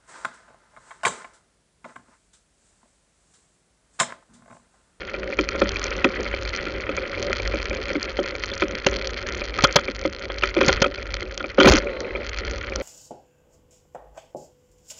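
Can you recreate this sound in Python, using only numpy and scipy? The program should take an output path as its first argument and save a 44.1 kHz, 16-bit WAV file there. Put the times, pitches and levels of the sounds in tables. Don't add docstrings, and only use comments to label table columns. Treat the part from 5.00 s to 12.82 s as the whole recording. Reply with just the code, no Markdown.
import sys
import numpy as np
from scipy import signal
from scipy.fft import rfft, irfft
from scipy.io import wavfile
from scipy.ndimage import uniform_filter1d

SR = 44100
rng = np.random.default_rng(int(sys.argv[2]) if len(sys.argv) > 2 else 0)


def wav_record(signal):
    frames = np.transpose(np.atleast_2d(signal))
    bounded = np.clip(frames, -1, 1)
    quanta = np.round(bounded * 32767).astype(np.int16)
    wavfile.write(sys.argv[1], SR, quanta)


N = 344862
SECONDS = np.arange(N) / SR
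HIT = SECONDS[:8192]

# time in seconds, pitch of the upper whine note in Hz before its wobble,
# level of the engine in dB (the tyre roar follows it, louder).
OVERTAKING = [(6.7, 1112, -110), (6.82, 1106, -52), (7.0, 1095, -48), (7.1, 1075, -49), (7.25, 1045, -57),
              (7.45, 1030, -110)]


def undb(db):
    return 10 ** (np.asarray(db) / 20)


def unit(x):
    return x / np.sqrt(np.mean(x ** 2))


def curves(rows):
    s, *columns = np.transpose(rows)
    return [np.interp(SECONDS, s, c) for c in columns]


def add(out, s, x):
    start = max(int(s * SR), 0)
    out[start:start + len(x)] += x[:max(N - start, 0)]


def butter(x, hz, kind, order=2):
    return signal.sosfilt(signal.butter(order, hz, kind, fs=SR, output="sos"), x)


def resonate(x, hz, width_hz):
    return signal.lfilter(*signal.iirpeak(hz, hz / width_hz, fs=SR), x)


def noise(points):
    hz, db = np.transpose(points)
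    bins = np.maximum(np.fft.rfftfreq(N, 1 / SR), 1)
    gain = undb(np.interp(np.log(bins), np.log(hz), db))
    return unit(irfft(rfft(rng.standard_normal(N)) * gain, N))


def walk(rate):
    hold = int(SR / rate)
    steps = np.repeat(rng.standard_normal(N // hold + 1), hold)
    return unit(uniform_filter1d(steps, hold))[:N]


def impacts(rate, spread_db):
    chance, size = rng.random(N), rng.standard_normal(N)
    sign = rng.choice([-1, 1], N)
    return (chance < rate / SR) * sign * undb(spread_db * np.minimum(size, 1.4))


def moments(level_db, spread_db, count):
    place, size = rng.random((count, 2)).T
    at = ((np.arange(count) + place) * N / count).astype(int)
    return list(zip(SECONDS[at], level_db[at] + spread_db * (2 * size - 1)))


def follow(shake_db, level_db, slope, usual_db=-37):
    return level_db + slope * (shake_db - usual_db)


def jolts(settle_s, rise_s=0.044):
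    # start in seconds, length in seconds, extra shaking in dB.
    patches = [(3.874, 0.095, 4.5), (4.587, 0.11, 6.5), (5.607, 0.17, 6), (6.656, 0.124, 20.5)]
    total = np.zeros(N)
    for s, length, db in patches:
        corners = [s - rise_s, s, s + length, s + length + settle_s]
        total += np.interp(SECONDS, corners, [0, db, db, 0])
    return total


def housing(force):
    # frequency in Hz, width in Hz, gain in dB.
    modes = [(207.6, 13, -4.5), (243.5, 33, -4.5), (319.5, 30, -3.5), (385.6, 25, 6), (445, 80, 0),
             (535.4, 37.7, 10.5), (567, 16, 7), (749, 76, -4), (992, 210, -6), (1270, 49, -0.5),
             (1392, 98, 3.5), (1579, 690, -6.5), (1961, 390, -0.5), (2185, 80, -22.5), (2334, 94, -12.5),
             (3085, 168, -3), (3335, 43, -13), (4176, 360, -2.5), (4700, 390, -18.5), (5640, 310, -12.5),
             (6400, 450, -59.5)]
    return sum(undb(db) * resonate(force, hz, width) for hz, width, db in modes)


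def strike(force, db, size=882):
    ring = housing(force)
    return ring * undb(db) / np.sqrt(np.mean(ring[:size] ** 2))


def chatter(decay_s):
    age = HIT / decay_s
    return age * np.exp(-age) * rng.standard_normal(len(HIT))


def ping(hz, swell_s=0.00095, rough=0.042):
    wobble = unit(uniform_filter1d(rng.standard_normal(len(HIT)), size=30))
    age = HIT / swell_s
    phase = 2 * np.pi * np.cumsum(hz * (1 + rough * wobble)) / SR
    return age ** 2 * np.exp(-age) * np.sin(phase)


def wind_and_traffic(level_db):
    # frequency in Hz, relative level in dB per Hz.
    rush_colour = [(100, -2.5), (180, 8), (450, 18.5), (750, 2.5), (1100, 9), (1380, 15.5), (1650, 7),
                   (2200, 9), (3700, -4), (4400, -5.5), (7000, -22.5)]
    return noise(rush_colour) * undb(level_db + 0.33 * walk(1.7))


def overtaking_engine(whirr_hz=4100, whirr_db=-5):
    hz, db = curves(OVERTAKING)
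    phase = 2 * np.pi * np.cumsum(hz * (1 + 0.0041 * walk(25))) / SR
    whine = np.sin(phase) + np.sin(.812 * phase)
    whirr = undb(whirr_db) * unit(resonate(rng.standard_normal(N), whirr_hz, 160))
    return (whine + whirr) * undb(db)


def overtaking_tyres(roar_hz=500, roar_width_hz=130, roar_db=13):
    _, db = curves(OVERTAKING)
    roar = resonate(rng.standard_normal(N), roar_hz, roar_width_hz)
    roar = resonate(roar, roar_hz, roar_width_hz)
    return unit(roar) * undb(db + roar_db)


def road(buzz_db, rumble_db):
    # frequency in Hz, relative level in dB per Hz.
    rumble_colour = [(15, -6), (30, -6.5), (43, -0.5), (51, 6), (60, -2), (80, -12), (100, -11),
                     (130, -35.5), (220, -68)]
    buzz = unit(housing(butter(rng.standard_normal(N), 543, "low", order=3)))
    buzz = buzz * undb(buzz_db + 3.4 * walk(18))
    rumble = noise(rumble_colour) * undb(rumble_db + 2.0 * walk(6))
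    return buzz + rumble


def rattle(dull_db, fine_db):
    taps = butter(impacts(rate=70, spread_db=3.0), 2700, "high", order=1)
    fine = housing(butter(taps, 4700, "low", order=5))
    skids = signal.fftconvolve(impacts(rate=65, spread_db=3.5), chatter(0.0016))[:N]
    grains = resonate(np.abs(skids) * rng.standard_normal(N), 2070, 1500)
    dull = housing(butter(grains, 3400, "low", order=5))
    return undb(fine_db) * unit(fine) + undb(dull_db) * unit(dull)


def tapping(tapping_db, ping_hz=2370, ping_db=-2.0, thud_db=-0.5, thud_hz=480):
    out = np.zeros(N)
    push = resonate(signal.unit_impulse(len(HIT)), thud_hz, 500)
    thump = strike(butter(push, 1300, "low"), thud_db)
    for s, db in moments(tapping_db, spread_db=9, count=52):
        squeak = strike(ping(ping_hz), ping_db)
        add(out, s, undb(db) * (thump + squeak))
    return out


def ticks(ticking_db, sharp_db=-3, hard_hz=2400, contact_s=0.00016, size=1024):
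    # time in seconds, level in dB before sharp_db.
    sharp_ticks = [(0.4112, -16), (0.489, -12), (0.602, -19.5), (0.6916, -9.5), (0.841, -11.5),
                   (1.2308, -19), (1.492, -19), (1.5625, -17), (1.967, -17), (2.2268, -13), (2.3298, -5),
                   (2.368, -17), (2.4759, -9), (2.6284, -12.5), (3.029, -11), (3.4371, -13), (3.9408, -20),
                   (4.0726, -14.5), (4.288, -14), (4.4403, -17.5), (4.7257, -17.5), (4.9636, -20.5),
                   (5.457, -17.5), (5.475, -19), (5.663, -9.5), (5.728, -6), (6.1417, -11.5),
                   (6.1682, -18.5), (6.3772, -13), (6.6321, -2), (6.7363, 1.5), (6.7585, -6), (6.7684, -6),
                   (7.0045, -21), (7.2925, -22.5), (7.3866, -14.5), (7.5115, -17), (7.7591, -11)]
    out = np.zeros(N)
    tap = strike(butter(signal.unit_impulse(size), hard_hz, "high", order=1), 0, size=44)
    sharp = [(s, db + sharp_db) for s, db in sharp_ticks]
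    for s, db in sharp + moments(ticking_db, spread_db=7.5, count=280):
        contact = chatter(contact_s)[:size]
        add(out, s, signal.fftconvolve(tap, contact) * undb(db) / np.linalg.norm(contact))
    return out


def slams(heave_cycles=0.57, crack_db=20, crack_hz=1400):
    # start in seconds, level of the chatter in dB, its length in seconds,
    # level of the heave in dB before it dies away, pitch of the heave in Hz.
    slam_rows = [(3.864, -14, 0.0055, -6, 161), (4.638, -4.5, 0.006, 5.5, 147),
                 (4.758, -1.5, 0.0074, 3, 151), (5.680, -13, 0.0067, -3.5, 159),
                 (5.817, -12.5, 0.009, -5.5, 150), (6.677, -8.5, 0.014, 9.5, 129),
                 (6.697, 1.5, 0.0068, 17, 48.6), (6.712, -10.5, 0.013, 7, 53.7)]
    out = np.zeros(N)
    for s, db, length, heave_db, heave_hz in slam_rows:
        age = HIT / length
        force = rng.standard_normal(len(HIT)) * np.sqrt(age) * np.exp(-age ** 4)
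        ring = strike(butter(force, 1800, "high", order=1), db)
        crack = butter(force, crack_hz, "low") * undb(db + crack_db)
        heave = np.sin(2 * np.pi * heave_hz * HIT) * np.exp(-HIT * heave_hz / heave_cycles)
        add(out, s, ring + crack + undb(heave_db) * heave)
    return out


def rocking(start_hz=410, rest_hz=225, sag_s=0.0155, swell_s=0.0092, rough=0.287, size=1544):
    scrape = unit(uniform_filter1d(rng.standard_normal(len(HIT)), size=90))
    sag = rest_hz + (start_hz - rest_hz) * np.exp(-HIT / sag_s)
    hz = sag * np.exp(rough * scrape)
    swing = HIT * np.exp(-HIT / swell_s) * np.sin(2 * np.pi * np.cumsum(hz) / SR)
    return strike(butter(swing, 400, "low"), 0, size=size)


def knocks(rock_db=-3, ping_db=-2.0, thud_hz=480, snap_hz=3300, snap_db=-4, skid_s=0.0026):
    # time in seconds, level of the rocking in dB before
    # rock_db, of the thud in dB, of the clack in dB, of the squeak in dB before ping_db,
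    # pitch of the squeak in Hz before its wobble.
    knock_rows = [(0.388, -17.5, -20.5, -22.5, -19.5, 2380), (0.488, -45, -48, -34, -30, 2410),
                  (0.55, -32, -26.5, -39, -48, 3520), (0.617, -19.5, -11.5, -19.5, -21, 2500),
                  (0.758, -47, -45, -43, -25.5, 2390), (1.043, -12.5, -25, -14, -13, 2560),
                  (1.2, -30, -29, -37, -40, 2400), (1.664, -27.5, -46, -34, -34, 2420),
                  (1.891, -28, -25.5, -33, -31, 2560), (1.974, -50, -41.5, -31.5, -29, 2350),
                  (2.302, -32.5, -27.5, -31, -52, 2360), (2.539, -26.5, -25, -42, -30, 2400),
                  (2.71, -29.5, -28, -52, -29, 2380), (2.953, -19.5, -27, -33, -27, 2260),
                  (3.189, -20, -18.5, -33, -31.5, 3190), (3.435, -51, -39, -34, -37, 2200),
                  (3.515, -40, -37, -46, -33, 3440), (3.62, -18.5, -26.5, -20, -19.5, 2340),
                  (3.866, -28.5, -14, -32, -14.5, 2765), (3.923, -35, -32, -36, -33, 2290),
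                  (4.586, -57, -29, -22.5, -34, 2440), (4.644, -52, -37, -9, -13, 3260),
                  (4.763, -31, -27, -14, -35, 2800), (4.785, -52, -45, -25, -31, 2340),
                  (4.881, -26, -32.5, -34.5, -26, 2360), (5.051, -21.5, -20, -28, -27.5, 2100),
                  (5.299, -38, -30, -31.5, -36, 2320), (5.424, -57, -34, -33, -28, 2800),
                  (5.434, -46, -22, -16, -17.5, 2400), (5.565, -14, -23.5, -27, -25.5, 2370),
                  (5.611, -18, -15, -16, -19.5, 2430), (5.634, -23, -44, -28, -25, 2380),
                  (5.69, -41, -16.5, -15, -29, 3300), (5.823, -38, -23, -21, -24, 3010),
                  (5.841, -41, -26, -18.5, -27, 2400), (5.86, -27.5, -22, -34, -28, 2500),
                  (6.136, -53, -57, -45, -32.5, 2360), (6.221, -33.5, -34.5, -36, -31.5, 2140),
                  (6.403, -37.5, -33.5, -29.5, -59, 2350), (6.441, -33, -30.5, -35, -29.5, 2380),
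                  (6.583, -9.5, -9, -17, -26, 2280), (6.6, -22, -35, -10.5, -13, 3070),
                  (6.609, -12, -19, -15, -14, 2390), (6.624, -24, -33, -24, -21, 3340),
                  (6.645, -11, -11, -18, -19, 2280), (6.656, -2.5, -9, -13, -10, 2400),
                  (6.671, -3.5, -5, -6, -24, 2200), (6.731, -12.5, -19, -29, -26, 2260),
                  (6.777, -31, -24, -29.5, -35, 2240), (7.157, -45, -39, -36, -29.5, 2340)]
    touch_s, touch_db = 0.00392, -15
    out = np.zeros(N)
    push = butter(resonate(signal.unit_impulse(len(HIT)), thud_hz, 500), 960, "low")
    thump = strike(push, 0)
    for s, rock, thud, clack, squeak, ping_hz in knock_rows:
        rub = chatter(skid_s)
        skid = butter(resonate(rub, 1200, 560), 2100, "low", order=3)
        snap = undb(snap_db) * resonate(resonate(rub, snap_hz, 730), snap_hz, 730)
        add(out, s, strike(skid + snap, clack))
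        add(out, s, strike(ping(ping_hz), squeak + ping_db))
        add(out, s - touch_s, strike(skid, thud + touch_db))
        add(out, s, undb(rock + rock_db) * rocking())
        add(out, s + 0.00096, undb(thud) * thump)
    return out


def scene():
    # time in seconds, shaking in dB.
    roughness = [(0.0, -38), (0.37, -39), (0.59, -34.5), (0.85, -31), (1.15, -34), (2.0, -35), (2.57, -34),
                 (3.4, -38), (4.62, -38.5), (5.05, -43.5), (5.44, -41), (5.68, -31.5), (5.88, -41),
                 (6.42, -43), (6.82, -37), (7.01, -39.5), (7.71, -36.5), (7.82, -36)]
    # time in seconds, relative level in dB.
    ticking_rows = [(0, -57), (.33, -58), (.8, -47.5), (1.15, -54), (1.5, -47), (1.9, -57), (2.35, -50),
                    (3.4, -49), (4.3, -49.5), (5.1, -52), (5.7, -48), (6, -52.5), (6.5, -56.5),
                    (6.8, -54.5), (6.9, -60), (7.2, -65), (7.28, -48), (7.82, -56.5)]
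    # time in seconds, relative level in dB.
    buffeting_rows = [(0, -42), (.55, -34.5), (.85, -30.5), (1.15, -33), (1.35, -30), (1.55, -34),
                      (2.1, -32.5), (2.5, -30), (3.3, -34.5), (3.6, -36), (4.25, -33.5), (4.95, -38.5),
                      (5.45, -34.5), (5.75, -34), (6.151, -35.5), (6.45, -41), (7.15, -37.5), (7.5, -33.5),
                      (7.82, -36)]
    asphalt, ticking, buffeting = (curves(rows)[0] for rows in (roughness, ticking_rows, buffeting_rows))
    jolt, slow_jolt = jolts(settle_s=0.016), jolts(settle_s=0.23)
    shake = asphalt + jolt
    ticking = ticking + jolt
    air = wind_and_traffic(follow(shake, -40.5, slope=1))
    car = overtaking_engine() + overtaking_tyres()
    rolling = road(follow(asphalt + slow_jolt, -37, slope=0.47), buffeting + jolt + 6.5)
    loose = rattle(follow(shake, -38, slope=0.8), ticking + 11.5)
    loose = loose + tapping(follow(shake, -37, slope=0.7)) + ticks(ticking + 18)
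    return (air + car + rolling + loose + slams() + knocks())[None]


def record(dry, rail=0.54, ceiling=0.72, voice_band_hz=6750, top_hz=15900):
    saturated = butter(rail * np.tanh(dry / rail), 117, "high", order=1)
    narrow_filter = signal.ellip(7, .5, 65, voice_band_hz, fs=SR, output="sos")
    clipped = np.clip(signal.sosfilt(narrow_filter, saturated), -ceiling, ceiling)
    top_filter = signal.ellip(8, .2, 70, top_hz, fs=SR, output="sos")
    return signal.sosfilt(top_filter, clipped)


dry = scene()
out = record(dry)
wav_record(out)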